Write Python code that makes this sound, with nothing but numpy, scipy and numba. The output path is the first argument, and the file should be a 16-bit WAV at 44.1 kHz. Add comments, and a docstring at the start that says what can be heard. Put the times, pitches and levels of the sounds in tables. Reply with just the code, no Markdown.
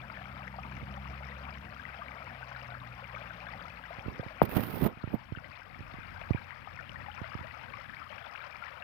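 """Water trickles along a shallow stone channel in a park: a filtered-noise wash, many small gliding rings, single plops.
Far off an engine (three firing orders) speeds up, then slows, over traffic rumble (low noise).
A finger on the right microphone port muffles that side (low-pass), thumps (falling rings) and rubs there (grainy
noise and clicks), then seals it tighter; a hard tap on the case (short ring, low push) is heard mostly on the left.
The gain control sinks after the handling noise and recovers."""
import sys
import numpy as np
from scipy import signal
from scipy.fft import rfft, irfft, next_fast_len
from scipy.io import wavfile
from scipy.ndimage import uniform_filter1d, minimum_filter1d
from numba import njit

SR = 44100
rng = np.random.default_rng(int(sys.argv[2]) if len(sys.argv) > 2 else 0)


def unload_wav(signal):
    """Save mono or channel-first audio to the path in sys.argv[1] as 16-bit WAV at rate SR, clipped to [-1, 1]."""
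    wavfile.write(
        sys.argv[1],
        SR,
        np.round(np.clip(np.atleast_2d(signal).T, -1, 1) * 32767).astype(np.int16),
    )


def volts(x):
    """Linear amplitude factor 10**(x/20) for a level x in dB, scalar or array-like."""
    e = np.asarray(x, float) / 20
    return 10 ** e


N = 389403


def rms_one(x):
    """Scale to unit rms."""
    return x / np.sqrt(np.mean(x ** 2) + 1e-20)


def in_time(rows, outside=None):
    """Table columns as curves over all samples; first column t/s."""
    s, *columns = np.transpose(rows)
    t = np.arange(N) / SR
    return [np.interp(t, s, c, outside, outside) for c in columns]


def at_hz(points, hz):
    """Read a spectrum, linear in dB over log frequency."""
    points_hz, db = np.transpose(points)
    return np.interp(np.log(hz), np.log(points_hz), db)


def coloured(x, spectrum):
    """Shape white noise to a spectrum; rms 1."""
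    size = next_fast_len(N)
    hz = np.maximum(np.arange(size // 2 + 1) * SR / size, 1)
    shaped = irfft(rfft(x, size) * volts(at_hz(spectrum, hz)), size)
    return rms_one(shaped[..., :N])


def drift(rate_hz):
    """Slow random curve, rms 1: noise through a double pole, made at SR / 40."""
    r = np.exp(-80 * np.pi * rate_hz / SR)
    white = rng.standard_normal(N // 40 + 2002)
    slow = signal.lfilter([1], [1, -2 * r, r * r], white)[2000:]   # drop the settling
    return np.interp(np.arange(N) / 40, np.arange(len(slow)), rms_one(slow))


def cut(x, hz, kind, order):
    """Butterworth low- or high-pass."""
    return signal.sosfilt(signal.butter(order, hz, kind, fs=SR, output="sos"), x)


@njit
def add(out, at, height, start, end, glide, t60, rise):
    """Add dying sines gliding from start to end; times in samples, pitch in radians a sample."""
    for k in range(len(at)):
        phase = 0.0
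        for i in range(min(int(t60[k]), len(out) - at[k])):
            phase += end[k] + (start[k] - end[k]) * np.exp(-i / glide[k])
            envelope = 1000.0 ** (-i / t60[k]) * (1 - np.exp(-i / rise[k]))
            out[at[k] + i] += height[k] * np.sin(phase) * envelope


def chirps(s, height, start_hz, end_hz, glide_s, t60_s, rise_s):
    """One gliding, dying ring per event."""
    out, ones = np.zeros(N), np.ones(len(s))
    radians = 2 * np.pi / SR * ones
    samples = SR * ones
    add(out, (s * SR).astype(np.int64), height * ones, start_hz * radians, end_hz * radians,
        glide_s * samples, t60_s * samples, rise_s * samples)
    return out


# self-noise spectrum: f/Hz, density/dB per Hz (relative)
SELF_NOISE_TONE = [(200, 12.5), (600, 4), (1500, -63), (3500, 1.5), (7000, -3), (10000, -1), (14500, 2.5),
                   (16000, -5)]
SELF_NOISE_DB = -73.5


def self_noise():
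    """Microphone hiss, independent at each port."""
    return volts(SELF_NOISE_DB) * coloured(rng.standard_normal((2, N)), SELF_NOISE_TONE)


# traffic level: t/s, level/dB
RUMBLE_LEVEL = [(0, -55.5), (1.0, -51), (2, -56), (7, -52), (8.83, -60)]
# traffic spectrum: f/Hz, density/dB per Hz (relative)
RUMBLE_TONE = [(25, -19), (50, -3), (90, 1.5), (160, -0.5), (250, -2.5), (400, -18), (700, -47.5)]


def rumble(alike):
    """Far traffic as low noise, partly alike at the two ports."""
    mid, side = coloured(rng.standard_normal((2, N)), RUMBLE_TONE)
    alike = np.clip(alike, 0, 1)
    level = volts(in_time(RUMBLE_LEVEL)[0] + 2.4 * drift(4.8))
    return level * (np.sqrt(alike) * mid + np.sqrt(1 - alike) * side * [[1], [-1]])


# engine run: t/s, firing f/Hz, level/dB (before exhaust), throttle/0-1
ENGINE_RUN = [(0.0, 62.8, -59, 0.98), (0.5, 64.75, -52.5, 1), (1.0, 66.85, -46.5, 0.68),
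              (1.5, 68.7, -48, 0.28), (1.75, 68.3, -53, 0.3), (2.2, 65.6, -59, .05), (2.7, 61.4, -55, 0),
              (3.5, 57.6, -58, 0.8), (4.2, 53, -62, 0.1), (5.5, 47.07, -57, 0.3), (6.0, 45.94, -45.5, .2),
              (7.5, 40.24, -53, 0), (8.83, 38.2, -65, .5)]
# exhaust resonances: f/Hz, gain/dB
EXHAUST_GAIN = [(38, -49), (48, -5), (56, 1), (66, -1), (90, -9), (105, -7), (122, 5.5), (131, 1),
                (137, -6), (165, 4), (200, -0.5)]
OVERRUN_LOSS_DB = 12.5   # third order, throttle shut


def engine():
    """Three orders of the firing rate through exhaust resonances, wavering with the air between."""
    hz, db, throttle = in_time(ENGINE_RUN)
    phase = 2 * np.pi * np.cumsum(hz) / SR
    loss_db = 0, 0, OVERRUN_LOSS_DB * (1 - throttle)
    out = np.zeros(N)
    for k in range(1, 4):
        order_db = db + at_hz(EXHAUST_GAIN, k * hz) - loss_db[k - 1] + 1.13 * drift(3.2)
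        out += volts(order_db) * np.sin(k * phase)
    return np.sqrt(2) * out


SPRAYS_PER_S, SPRAY_DB = 25, -52   # rate before clumping; level of the weakest, before the envelope


def sprays():
    """Tiny drops tick back into the stream: clumped, short, high rings of rising pitch."""
    at = np.flatnonzero(rng.random(N) < SPRAYS_PER_S * volts(5.0 * drift(4.0)) / SR)
    draw = rng.random((N, 2))[at]
    hz = 3200 * (5600 / 3200) ** draw[:, 0]
    height_db = SPRAY_DB + 3.6 * np.minimum(-np.log(draw[:, 1]), 3)
    return chirps(at / SR, volts(height_db), hz, 1.26 * hz, .002, 18.6 / hz, 0.89 / hz)


def bubbles(spectrum, per_s, clump_db, spread_db, cycles, climb):
    """Air trapped in clumps; each bubble rings some cycles and climbs in pitch as it nears the surface."""
    at = np.flatnonzero(rng.random(N) < per_s * volts(clump_db * drift(9.0)) / SR)
    draw = rng.random((N, 3))[at]
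    hz = 400 * (6500 / 400) ** draw[:, 0]
    size_db = spread_db * np.minimum(-np.log(draw[:, 1]), 4)
    height_db = size_db + at_hz(spectrum, hz) + 20 * np.log10(hz)
    t60 = cycles * (.5 + draw[:, 2]) / hz
    return rms_one(chirps(at / SR, volts(height_db), hz, hz * climb, t60, t60, 0.54 / hz))


# flow of wash and small bubbles: t/s, level/dB
WATER_FLOW = [(0.0, -46.5), (8.83, -45)]
# water spectrum: f/Hz, density/dB per Hz (relative)
WATER_TONE = [(190, -73), (330, -20), (376, -9), (412, -15), (464, -8.5), (542, -2), (1100, -2), (1250, 1),
              (1800, -3), (2340, -2.5), (3900, -22), (5270, -23), (7500, -67.5), (9750, -75.5),
              (16500, -120)]
# single bubbles, mostly clear, one too faint to hear: t/s, level/dB (before the envelope), nominal f/Hz, t60/s
SINGLE_PLOPS = [(0.172, -27.5, 1742, 0.017), (0.479, -22, 2000, 0.011), (0.541, -30.5, 930, 0.034),
                (0.585, -28.5, 770, 0.051), (0.589, -27.5, 1230, 0.026), (0.647, -36, 970, 0.064),
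                (0.975, -36, 797, 0.068), (1.481, -33.5, 1155, 0.048), (1.796, -30, 1636, .039),
                (1.853, -24.5, 2018, 0.017), (1.991, -37, 695, 0.11), (2.019, -29, 1214, .06),
                (2.083, -28.5, 2280, 0.022), (2.245, -45, 520, 0.089), (2.41, -34, 780, 0.037),
                (2.429, -28, 1520, .025), (2.561, -28, 1470, 0.038), (2.72, -35, 711, .05),
                (2.751, -26.5, 1400, .019), (3.025, -41, 561, 0.1), (3.15, -28, 2290, 0.021),
                (3.162, -31, 1285, 0.063), (3.306, -28.5, 1529, 0.036), (3.537, -27, 2024, .017),
                (3.907, -30.5, 686.5, 0.048), (4.194, -28, 516, 0.035), (4.231, -26, 667, .02),
                (4.54, -89, 1076, 0.049), (5.35, -26.5, 1540, 0.031), (5.385, -26.5, 1470, .03),
                (6.215, -30.5, 656, 0.029), (6.359, -31.5, 2420, 0.038), (6.374, -28.5, 1636, 0.024),
                (6.507, -19, 1890, 0.0072), (6.673, -27, 790, 0.027), (6.71, -33.5, 1736, 0.019),
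                (6.79, -28, 1810, .036), (6.894, -26, 2955, .012), (6.958, -28, 1892, .044),
                (7.042, -44, 741, 0.065), (7.083, -30, 838, 0.09), (7.241, -34, 650, .06),
                (7.243, -33.5, 2068, .034), (7.445, -35, 645, 0.081), (7.737, -26, 2340, 0.013),
                (7.739, -28.5, 1137, .044), (7.896, -30, 1740, 0.028), (7.936, -27, 1765, 0.013),
                (7.968, -32, 2271, .03), (8.267, -35, 930, 0.035), (8.352, -27, 1598, .015),
                (8.359, -26, 2410, 0.013), (8.624, -27, 1430, 0.039), (8.666, -29.5, 1937, .027)]


def water():
    """Dense small bubbles on a patchy wash thinned in the lows, plus single plops of rising pitch."""
    wash = cut(coloured(rng.standard_normal(N), WATER_TONE), 700, "high", order=2)
    wash = wash * volts(1.6 * drift(17.4))
    small = bubbles(WATER_TONE, 550.0, clump_db=3.0, spread_db=3.0, cycles=42.2, climb=1.307)
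    s, db, hz, t60 = np.transpose(SINGLE_PLOPS)
    plops = chirps(s, volts(db), .96 * hz, 1.093 * hz, 0.56 * t60, t60, 0.56 / hz)
    return volts(in_time(WATER_FLOW)[0]) * (volts(-1.5) * wash + small) + plops


# share leaking past the finger: t/s, level/dB
FINGER_LEAK = [(0, -3), (4.4, -5), (5.25, -15), (6.4, -23), (8.83, -30)]


def through_finger(x):
    """Skin passes the bass; a leak passes a dulled share of the rest up to a steep edge."""
    leak = volts(in_time(FINGER_LEAK)[0])
    dulled = cut(x, 645, "low", order=1)
    edged = signal.sosfiltfilt(signal.butter(6, 1450, fs=SR, output="sos"), dulled)
    return (1 - leak) * cut(x, 148, "low", order=2) + leak * edged


# trapped-air thumps: t/s, level/dB (before the envelope), settled f/Hz, polarity of the first swing (+1 or -1)
AIR_THUMPS = [(0.761, -35, 70, -1), (0.8277, -25.5, 70, -1), (3.985, -28.5, 96, -1), (4.061, -22.5, 85, 1),
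              (4.0821, -17.5, 69.6, -1), (4.1956, -19.5, 99, 1), (4.263, -25.5, 91.8, 1),
              (4.4178, -8, 163, -1), (4.433, -15, 70, 1), (4.5687, -13, 176, 1), (4.5949, -11, 120, -1),
              (4.634, -27, 146, 1), (4.822, -9, 146, -1), (4.8311, -12, 145, 1), (4.8617, -6.5, 195, 1),
              (4.972, -29, 100, 1), (5.0393, -13, 96.12, 1), (5.075, -19, 99, 1), (5.1403, -9.5, 210, -1),
              (5.322, -15, 85.8, -1), (5.3732, -21.5, 81.54, -1), (5.7908, -32.5, 100, -1),
              (5.8061, -25, 70, 1), (5.9402, -29, 120, 1), (5.9852, -29.5, 120, 1), (6.3072, -7, 86, -1),
              (6.347, -13.5, 101, -1), (7.216, -21.5, 85, 1), (7.3518, -20.5, 80.5, 1),
              (7.3913, -33, 85, -1), (7.41, -29.5, 85.5, 1)]
THUMP_START_ABOVE_HZ, THUMP_LEFT_DB = 235, -26


def thumps():
    """Air squeezed under the fingertip: falling rings; the case carries a little to the left port."""
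    s, db, hz, polarity = np.transpose(AIR_THUMPS)
    height = np.sign(polarity) * volts(db)
    right = chirps(s, height, hz + THUMP_START_ABOVE_HZ, hz, 0.0016, 0.04, 0.00063)
    return right * volts([[THUMP_LEFT_DB], [0]])


# hard tap on the case: t/s, left gain/dB, right gain/dB, start f/Hz, settled f/Hz, t60/s
CASE_TAP = [(4.417, 15.5, -26, 1090, 480, 0.006)]
TAP_THUD_DB, TAP_THUD_HZ, TAP_THUD_T60_S = -18, 128, 0.042   # settled pitch; level before the envelope


def tap():
    """Short bright ring, mostly left and opposite in sign at the right, and the case's low push on the left."""
    s, left_db, right_db, start_hz, end_hz, t60 = np.transpose(CASE_TAP)
    thud = chirps(s, volts(TAP_THUD_DB), 3.8 * TAP_THUD_HZ, TAP_THUD_HZ, 0.0021, TAP_THUD_T60_S, 0.0012)
    ring = chirps(s, 0.84, start_hz, end_hz, 0.00092, t60, 0.0013)
    ring = cut(ring, 3500, "low", order=4)
    return ring * [-volts(left_db), volts(right_db)] + thud * [[1], [0]]


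# long rub, finger pressure as scrub level: t/s, level/dB
RUB_PRESSURE = [(4.416, -53), (4.422, -19), (4.432, -23), (4.446, -32), (4.456, -31), (4.48, -41),
                (4.54, -30.5), (4.572, -21), (4.62, -29.5), (4.635, -30), (4.68, -35), (4.772, -31.5),
                (4.8, -31), (4.83, -22), (4.864, -18), (4.885, -29), (4.912, -38), (4.94, -44)]
# scrub spectrum: f/Hz, density/dB per Hz (relative)
SCRUB_TONE = [(40, -6.5), (170, 0), (400, -8), (900, -16), (1500, -30), (3000, -75)]
# rasp spectrum: f/Hz, density/dB per Hz (relative)
RASP_TONE = [(300, -4.5), (1000, 7), (2000, 1), (3500, -5), (5000, -12.5), (7300, -27), (9500, -12.5),
             (12500, -6.5), (14500, 4.5), (16500, -32)]
# short scuffs: peak t/s, level/dB, rise/s per 20 dB, fall/s per 20 dB
SHORT_SCUFFS = [(0.84, -56.5, 0.36, .15), (4.08, -39.5, 0.046, 0.19), (5.149, -20.5, 0.039, 0.017)]
# skin slipping off the port edge: t/s, level/dB (before the envelope)
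SKIN_SLIPS = [(4.4269, -16.5), (4.4318, -17), (4.456, -19.5), (4.4937, -21), (4.551, -34), (4.5585, -20),
              (4.5684, -28), (4.5726, -10.5), (4.6054, -22), (4.6378, -18), (4.8324, -24), (4.8432, -12.5),
              (4.8654, -16)]
SLIDE_START_S, SLIDE_END_S = 4.5, 4.876   # skin mostly sticks before, rests and lifts after
RASP_SLIDING_DB, RASP_RESTING_DB = -12.5, -26.5   # re scrub; sliding value holds at MEAN_PRESSURE_DB
RASP_FOLLOWS, MEAN_PRESSURE_DB = 0.41, -26   # share of the pressure's dB swing kept in the sliding rasp
SCRUB_LEFT_DB, SCRUB_LEFT_LATE_DB, NEARER_LEFT_S = -17, -8.5, 4.79   # finger nears the left port late
CASE_CUT_HZ = 250
SLIP_BODY_DB, SLIP_BURST_DB, SLIP_BURST_S = -12, -18.5, 0.0038   # dB re slip; burst time to 1/e


def rubbing():
    """Grainy friction: low scrub and broad rasp peaking at the port resonance; slips click and swell the rasp."""
    flicker = np.array([drift(60.0), drift(67.0), drift(270.0)])
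    grain = rng.standard_normal((3, N)) * volts(3.25 * flicker)
    left, right = coloured(grain[:2], SCRUB_TONE)
    rasp = coloured(grain[2], RASP_TONE)

    t = np.arange(N) / SR
    rub_db, = in_time(RUB_PRESSURE, outside=-200)
    pressure = volts(rub_db)
    for s, db, rise, fall in SHORT_SCUFFS:
        pressure = pressure + volts(db - 20 * np.where(t < s, (s - t) / rise, (t - s) / fall))

    sliding = (t > SLIDE_START_S) & (t < SLIDE_END_S)
    sliding_db = RASP_SLIDING_DB - (1 - RASP_FOLLOWS) * (rub_db - MEAN_PRESSURE_DB)
    rasp_db = np.where(sliding, sliding_db, RASP_RESTING_DB)
    left_db = np.where((t > NEARER_LEFT_S) & sliding, SCRUB_LEFT_LATE_DB, SCRUB_LEFT_DB)
    through_case = volts(left_db) * cut(left, CASE_CUT_HZ, "high", order=1)
    out = pressure * np.array([through_case, right + volts(rasp_db) * rasp])

    s, db = np.transpose(SKIN_SLIPS)
    clicks = chirps(s, volts(db), 13000, 14300, 1, 0.0014, 0.00029)
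    bodies = chirps(s, volts(db + SLIP_BODY_DB), 2000, 1100, 0.00019, 0.0018, .0001)
    bursts = sum(volts(d + SLIP_BURST_DB) * np.exp(-((t - at) / SLIP_BURST_S) ** 2) for at, d in zip(s, db))
    out[1] += clicks + bodies + rasp * bursts
    return out


RIGHT_LAG_SAMPLES = 4


def scene():
    """Outside sounds reach the right port slightly late, through the finger; handling and hiss add at the ports."""
    outside = rumble(alike=0.99) + engine() + sprays() + water()
    late_right = np.roll(outside[1], RIGHT_LAG_SAMPLES)
    ports = np.array([outside[0], through_finger(late_right)])
    handling = cut(thumps() + tap() + rubbing(), 53, "high", order=2)
    return ports + handling + self_noise()


def top_cut(x):
    """Nothing passes above the cut-off."""
    return signal.sosfilt(signal.butter(12, 16650, fs=SR, output="sos"), x)


def record(dry):
    """Gain control: both sides sink when averaged power passes -40 dB, hold a while, then recover."""
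    averaged = uniform_filter1d(np.mean(dry ** 2, axis=0), size=5001, origin=2500)   # trailing window
    over_db = np.maximum(10 * np.log10(averaged + 1e-12) + 40, 0)
    held_db = -minimum_filter1d(-over_db, size=19001, origin=9500)   # trailing maximum
    r = np.exp(-1 / (.2 * SR))   # 0.2 s smoothing
    sink_db = 0.23 * signal.lfilter([1 - r], [1, -r], held_db)
    return top_cut(dry * volts(-sink_db))


dry = scene()
out = record(dry)
unload_wav(out)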